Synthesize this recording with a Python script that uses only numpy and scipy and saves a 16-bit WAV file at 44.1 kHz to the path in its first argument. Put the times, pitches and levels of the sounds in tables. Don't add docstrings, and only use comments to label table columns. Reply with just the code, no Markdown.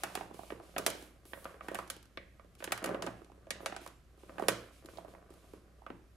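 import sys
import numpy as np
from scipy import signal
from scipy.fft import rfft, irfft, next_fast_len
from scipy.io import wavfile
from scipy.ndimage import uniform_filter1d

SR = 44100
rng = np.random.default_rng(int(sys.argv[2]) if len(sys.argv) > 2 else 0)


def wav_out(sig):
    wavfile.write(sys.argv[1], SR, np.round(np.clip(np.atleast_2d(sig).T, -1, 1) * 32767).astype(np.int16))


def boost_factor(decibels):
    exponent = np.asarray(decibels, float) / 20
    return 10 ** exponent


N = 271656


def evened(x):
    return x / np.sqrt(np.mean(x ** 2) + 1e-20)


def peaked(x, level_db):
    return boost_factor(level_db) * x / np.sqrt(uniform_filter1d(x[0] ** 2, size=176).max() + 1e-20)


def add(mix, start_s, sound):
    part = mix[:, round(start_s * SR):][:, :sound.shape[1]]
    part += sound[:, :part.shape[1]]


def read(points, hz):
    point_hz, value = np.transpose(points)
    return np.interp(np.log(hz + 1), np.log(point_hz + 1), value)


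def colour(spectrum):
    hz = abs(np.fft.fftfreq(4096, 1 / SR))
    log_gain = np.log(boost_factor(np.maximum(read(spectrum, hz), -80)))
    taps = np.fft.ifft(np.exp(np.conj(signal.hilbert(log_gain)))).real[:2048]
    return taps[None] / np.linalg.norm(taps)


def coloured(x, taps):
    return signal.fftconvolve(x, taps, axes=1)[:, :x.shape[1]]


def resonate(x, hz, width_hz):
    r = np.exp(-np.pi * width_hz / SR)
    section = [1, 0, -1, 1, -2 * r * np.cos(2 * np.pi * hz / SR), r * r]
    return signal.sosfilt([section, section], x) * (1 - r) ** 2


def softened(x, hz):
    return signal.sosfilt(signal.butter(2, min(hz, 9000), fs=SR, output="sos"), x)


def grit(shape, spread_db):
    return rng.standard_normal(shape) * boost_factor(spread_db * rng.standard_normal(shape))


# pitch_hz, density_db (dB per Hz)
AIR = [(12, -38.5), (20, -4), (44, -4), (70, 0.5), (118, -3.5), (239, -11.5), (370, -12.5), (572, -22.5),
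       (884, -28.5), (1230, -23.5), (3450, -30), (9730, -35.5), (13500, -38)]


def background():
    hum_hz, throb_hz = 59.8, 30.4
    air = boost_factor(-65) * evened(coloured(rng.standard_normal((2, N)), colour([*AIR, (14600, -75.0)])))
    wander = evened(uniform_filter1d(uniform_filter1d(rng.standard_normal(N), size=3000), size=3000))
    turns_s = np.cumsum(1 + .035 * wander) / SR
    throb = 1 + 0.24 * np.sin(2 * np.pi * throb_hz * turns_s)
    hum = np.sin(2 * np.pi * hum_hz * turns_s) * throb
    return air + boost_factor(-63.5) * evened(hum) * [[1], [0]]


# pitch_hz, t60_s
ROOM = [(150, 0.69), (500, 0.42), (2000, 0.53), (6000, 0.33), (14000, 0.15)]


def room(x):
    t = np.arange(SR // 2) / SR
    sway = np.arange(N) / SR * 2 * np.pi * 9.
    out = 0
    for k in range(3):
        hz, at, z = signal.stft(rng.standard_normal((2, len(t))), SR, nperseg=256)
        late = boost_factor(-60 * at / read(ROOM, hz)[:, None])
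        near_walls = 3.94 * boost_factor(-60 * at / 0.03)
        tail = signal.istft(z * (late + near_walls), SR, nperseg=256)[1][:, :len(t)]
        tail = tail * np.clip((t - .004) / 0.0043, 0, 1)
        share = np.cos(sway + 2 * np.pi * k / 3) * np.sqrt(2 / 3)
        out = out + signal.fftconvolve(x * share, tail / np.linalg.norm(tail[0]), axes=1)[:, :N]
    return out


# pitch_hz, width_hz, level_db
BOOM = [(114.9, 7.8, 25), (177.2, 17.5, 14.5), (199, 15, 9.5)]


def boom(x):
    return sum(boost_factor(level_db) * resonate(x, hz, width_hz) for hz, width_hz, level_db in BOOM)


def strokes(rows):
    touch_s, lift_db_per_s = 0.015, 139.5
    t = np.arange(0, N + 64, 64) / SR
    each = []
    for start_s, length_s, level_db in rows:
        lifted_s = np.maximum(t - start_s - length_s, 0)
        each.append(np.clip((t - start_s) / touch_s, 0, 1) * boost_factor(level_db - lift_db_per_s * lifted_s))
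    return np.interp(np.arange(N) / SR, t, np.linalg.norm(each, axis=0))


# pitch_hz, density_db (dB per Hz)
SLIDE = [(880, -29), (1500, -31), (2190, 2), (2410, 2), (3180, 1), (5880, -3.5), (10800, -3.5),
         (16000, -16)]
# start_s, length_s, level_db
STROKES = [(-0.02, .23, -63), (0.328, 0.19, -66), (0.615, 0.17, -70.5), (0.769, 0.26, -64),
           (1.247, 0.27, -70.5), (1.616, .13, -69.5), (1.76, 0.022, -62), (1.854, 0.11, -75.5),
           (2.1, 0.56, -90.5), (2.578, 0.056, -67), (2.704, 0.05, -67.5), (2.836, 0.1, -70.5),
           (3.02, 0.059, -68), (3.15, 0.062, -78), (3.5, .03, -73), (3.6, 0.13, -73.5), (3.8, 0.05, -65.5),
           (4.18, 0.5, -73.5), (4.377, 0.22, -67.5), (4.712, 0.071, -71), (4.88, 0.1, -68.5),
           (5.07, 0.053, -73), (5.293, 0.27, -75), (5.87, 0.084, -88)]
# start_s, length_s, level_db
DRY_STROKES = [
    (-0.02, 0.16, -84),
    (.33, 0.13, -73),
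    (.8, .25, -72),
    (1.25, 0.17, -65),
    (3.6, .03, -68),
    (3.83, 0.051, -81),
    (4.4, 0.21, -77),
    (5.3, 0.21, -86),
]


def sliding():
    slips = grit((2, N), 2.5)
    out = boost_factor(3.0) * strokes(STROKES) * evened(coloured(slips, colour(SLIDE)))
    fizz = resonate(slips[:, ::-1], 10800, 6500)
    out += strokes(DRY_STROKES) * evened(fizz)
    start_s, end_s, squeak_hz = 3.92, 4, 7367
    squeak = evened(resonate(rng.standard_normal((2, round((end_s - start_s) * SR))), squeak_hz, 150.))
    add(out, start_s, boost_factor(-83) * squeak * signal.windows.tukey(squeak.shape[1], .4))
    return out


# pitch_hz, density_db (dB per Hz)
CRUMPLE = [(53, -43.5), (90, -7), (173, 10.5), (553, 2.5), (814, -9), (900, -37.5), (979, -10.5),
           (1440, -13.5), (5000, -38), (6500, -33.5), (11000, -120)]
# start_s, level_db
CRUMPLING = [(0.0, -58), (0.43, -61), (1.2, -71.5), (1.68, -56), (1.82, -59), (1.97, -77.5), (2.5, -72),
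             (2.78, -58.5), (2.88, -41), (3.14, -58), (3.28, -76), (3.68, -52.5), (3.98, -83.5),
             (4.27, -64.5), (4.45, -52), (4.65, -68.5), (5.08, -64), (6.16, -74.5)]


def crumpling():
    effort = boost_factor(np.interp(np.arange(N) / SR, *np.transpose(CRUMPLING)))
    folds = boost_factor(4.07 * np.minimum(rng.exponential(1, (2, N)), 4)) * (rng.random(N) < 300. / SR)
    soft = resonate(coloured(folds, colour(CRUMPLE)), 420.0, 2500.)
    return boost_factor(-1.5) * effort * evened(soft)


# pitch_hz, width_hz, level_db
SHELL = [(546., 35, -1), (662.6, 80, -3), (775, 150, -6), (989, 60., -3), (1200., 170, -3.5),
         (1531, 36.4, -0.5), (1876, 33, 4.5), (2252, 49, 2.5), (2476., 82, -11.5), (2925, 38, 0.5),
         (3400., 100, -6), (9650, 900., -4), (10560, 520, -5.5)]


def shell(x):
    return sum(boost_factor(level_db) * resonate(x, hz, width_hz) for hz, width_hz, level_db in SHELL)


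def burst(rise_s, fall_s, spread_db, lead):
    t = np.arange(1500) / SR
    run = grit((2, len(t)), spread_db) * (1 - np.exp(-t / rise_s)) * np.exp(-t / fall_s)
    run[:, round(rise_s * SR)] += lead * np.linalg.norm(run, axis=1) * rng.choice([-1, 1], 2)
    return run


def crease(film, leads, crack_db, ring_db, thump_db, pitch_hz):
    run_s = 0.0034 * boost_factor(0.19 * (max(crack_db, ring_db, thump_db) + 44))
    span = boost_factor(.25 * (max(ring_db, thump_db) + 33))
    if pitch_hz >= 900:
        pillow_hz, panel_hz, slack, taut_db = 513, pitch_hz, .72, -.6
    else:
        pillow_hz, panel_hz, slack, taut_db = pitch_hz, 1334, .95, -3.2
    crack = coloured(burst(0.00017, run_s, 2.6, leads[0]), film)

    drive = softened(burst(0.0012, 0.0045 * span, 2.0, leads[1]), 2.37 * panel_hz)
    ring = resonate(drive, panel_hz, slack * panel_hz)
    ring += 0.27 * resonate(drive, 1.68 * panel_hz, 1300.0)
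    ring += 0.46 * resonate(drive, 0.65 * panel_hz, 550.0)

    push = softened(burst(0.001553, .003 * span, 1.1, leads[2]), 870.0)
    thump = resonate(push, pillow_hz, .45 * pillow_hz)
    thump += 0.6 * resonate(push, 351.0, 260.)
    thump += 0.37 * resonate(push, 865.0, 600.)
    return peaked(crack, crack_db - 3.5) + peaked(ring, ring_db + taut_db) + peaked(thump, thump_db + 1.42)


# start_s, crack_db, ring_db, thump_db, pitch_hz
CRACKS = [(0.034, -31, -28.5, -36.5, 704), (0.152, -31.5, -33, -40, 710), (0.781, -29.5, -34, -38, 1200),
          (0.863, -19, -23.5, -33.5, 635), (0.876, -45.5, -36, -34, 475), (0.901, -35, -41.5, -47, 486),
          (1.683, -47, -32.5, -39.5, 335), (1.745, -36.5, -39.5, -44.5, 696), (1.752, -43.5, -34, -47, 320),
          (1.787, -44.5, -34, -47, 1100), (1.9, -30.5, -39, -48.5, 1310), (2.641, -32.5, -38, -46.5, 1530),
          (2.72, -27, -25.5, -38, 640), (2.776, -41.5, -37.5, -64, 326), (2.825, -55, -49, -42.5, 330),
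          (2.841, -32.5, -31.5, -38, 580), (2.859, -37.5, -41, -46, 335), (3.022, -34.5, -35, -40.5, 620),
          (3.064, -42, -41, -43, 1140), (3.505, -29.5, -34.5, -44.5, 1680),
          (3.659, -29.5, -28.5, -40.5, 546), (3.763, -39, -36, -46, 735), (3.862, -48, -43.5, -56, 1060),
          (4.483, -19, -22, -25, 477)]
# start_s, ring_db, thump_db, pitch_hz
FLIPS = [(0.172, -37.5, -40, 324), (0.208, -42, -40.5, 786), (0.502, -39.5, -44.5, 595),
         (0.52, -47, -37, 390), (0.762, -33, -35, 636), (1.332, -39.5, -46.5, 1600),
         (1.453, -36.5, -43.5, 1220), (1.541, -51.5, -53, 460), (1.607, -42.5, -55, 1190),
         (2.172, -38.5, -44, 1850), (2.395, -53, -61, 1160), (2.603, -45.5, -51.5, 340),
         (2.623, -40.5, -45.5, 500), (2.674, -38, -42.5, 333), (2.707, -46, -48, 366),
         (2.873, -38, -37.5, 312), (2.911, -54, -37.5, 313), (2.944, -37, -32, 530),
         (3.07, -37.5, -39.5, 287), (3.08, -49, -43, 676), (3.722, -38.5, -43, 700),
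         (3.747, -47.5, -53, 684), (4.293, -49, -48, 566), (4.381, -36.5, -45, 530), (4.435, -44, -43, 540),
         (4.885, -50, -51.5, 1240), (4.971, -51.5, -51, 3400), (5.148, -53, -56.5, 950),
         (5.863, -41, -50.5, 1065), (5.901, -43.5, -41, 302)]
# start_s, thump_db, pitch_hz
DENTS = [(0.309, -47, 285), (0.39, -44, 750), (0.432, -50.5, 596), (0.574, -55, 303), (0.598, -49, 696),
         (0.792, -37.5, 410), (1.373, -52, 530), (1.714, -39, 504), (2.444, -58.5, 466), (2.89, -35, 580),
         (3.04, -40.5, 327), (3.216, -52, 342), (3.297, -58, 728), (3.317, -54, 289), (3.376, -58, 415),
         (3.468, -50, 574), (3.603, -48.5, 610), (3.629, -50.5, 336), (4.232, -50.5, 370), (4.32, -57, 293),
         (4.395, -35, 715), (4.422, -33, 470), (4.933, -56.5, 280), (4.983, -44.5, 644), (5.046, -49, 600),
         (5.08, -50.5, 382), (5.136, -51, 577), (5.44, -59.5, 692), (5.534, -45, 374), (5.818, -57.5, 850)]
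# start_s, crack_db, thump_db
TICKS = [(0.342, -56, -48), (0.949, -53.5, -46), (1.023, -51, -48.5), (1.253, -54.5, -56.5),
         (1.318, -65, -61), (1.443, -46.5, -62), (1.876, -53, -58.5), (1.964, -51, -53),
         (2.027, -54.5, -79), (2.055, -58.5, -80), (2.551, -57.5, -80), (3.245, -57, -69),
         (3.814, -55, -50), (3.875, -45, -54), (4.175, -69.5, -61.5), (4.846, -62, -47), (4.858, -48, -77),
         (5.303, -61.5, -50.5), (5.338, -60, -61), (5.489, -68, -68)]


def every_crease():
    rows = list(CRACKS)
    rows += [(s, ring - 23.5, ring, thump, hz) for s, ring, thump, hz in FLIPS]
    rows += [(s, thump - 16, thump - 10.5, thump, hz) for s, thump, hz in DENTS]
    rows += [(s, crack, crack - 6, thump, 335) for s, crack, thump in TICKS]
    return rows


# pitch_hz, density_db (dB per Hz)
CRACK = [(1470, -26.5), (2500, -3.5), (3430, -1), (3770, -2.5), (4380, -2), (5330, -3.5), (11200, -4),
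         (15000, -14), (16500, -34)]


def snaps():
    direct, sent = np.zeros((2, 2, N))
    facing = colour(CRACK)[:, :256]
    shaded = softened(facing, 8800.)
    for start_s, *row in every_crease():
        film = shaded if 2.95 < start_s < 3.8 else facing
        add(direct, start_s + .0008, crease(film, (.6, .8, 1.3), *row))
        add(sent, start_s, crease(film, (8, 8, 8), *row))
    return direct, sent


def scene():
    direct, sent = snaps()
    folds = crumpling()
    bag = direct + boost_factor(-1.0) * shell(direct + folds) + folds + sliding()
    return bag + boost_factor(-7.) * room(sent + folds) + boom(sent + folds) + background()


def gated(x):
    gate_hz, gate_db, gate_db_per_khz = 13200, -117, 6.5
    hz, _, z = signal.stft(x, SR, nperseg=1024)
    hz = hz[:, None]
    power = uniform_filter1d((abs(z) ** 2).mean(0), size=12, axis=0)
    over_db = 10 * np.log10(abs(power) + 1e-20) - gate_db - gate_db_per_khz * (hz - gate_hz) / 1000
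    keep = np.where(hz > gate_hz, np.clip(over_db / 2, 0, 1), 1)
    return signal.istft(z * keep, SR, nperseg=1024)[1][:, :N]


def top_cut(x):
    return signal.sosfilt(signal.butter(12, 16840, fs=SR, output="sos"), x)


# pitch_hz, likeness (0 to 1)
SAME = [(60, 0.85), (130, 0.84), (290, 0.93), (640, 0.72), (1410, 0.52), (3100, 0.32), (6820, 0.57),
        (15000, 1)]
# pitch_hz, level_db
LEAN = [(60, -1), (110, 3.5), (200, -1.5), (380, -0.5), (700, -11), (1290, -3), (2380, -2.5), (4400, -1),
        (8120, -0.5), (15000, -2.5)]


def record(dry):
    size = next_fast_len(N)
    hz = np.fft.rfftfreq(size, 1 / SR)
    common, other = rfft(dry, size) * (hz < 16750)
    half = np.arccos(np.clip(read(SAME, hz), 0, 1)) / 2
    lean = boost_factor(read(LEAN, hz) / 2)
    left = (np.cos(half) * common + np.sin(half) * other) * lean
    right = (np.cos(half) * common - np.sin(half) * other) / lean
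    mix = gated(irfft(np.array([left, right]), size)[:, :N])
    return top_cut(mix)


dry = scene()
out = record(dry)
wav_out(out)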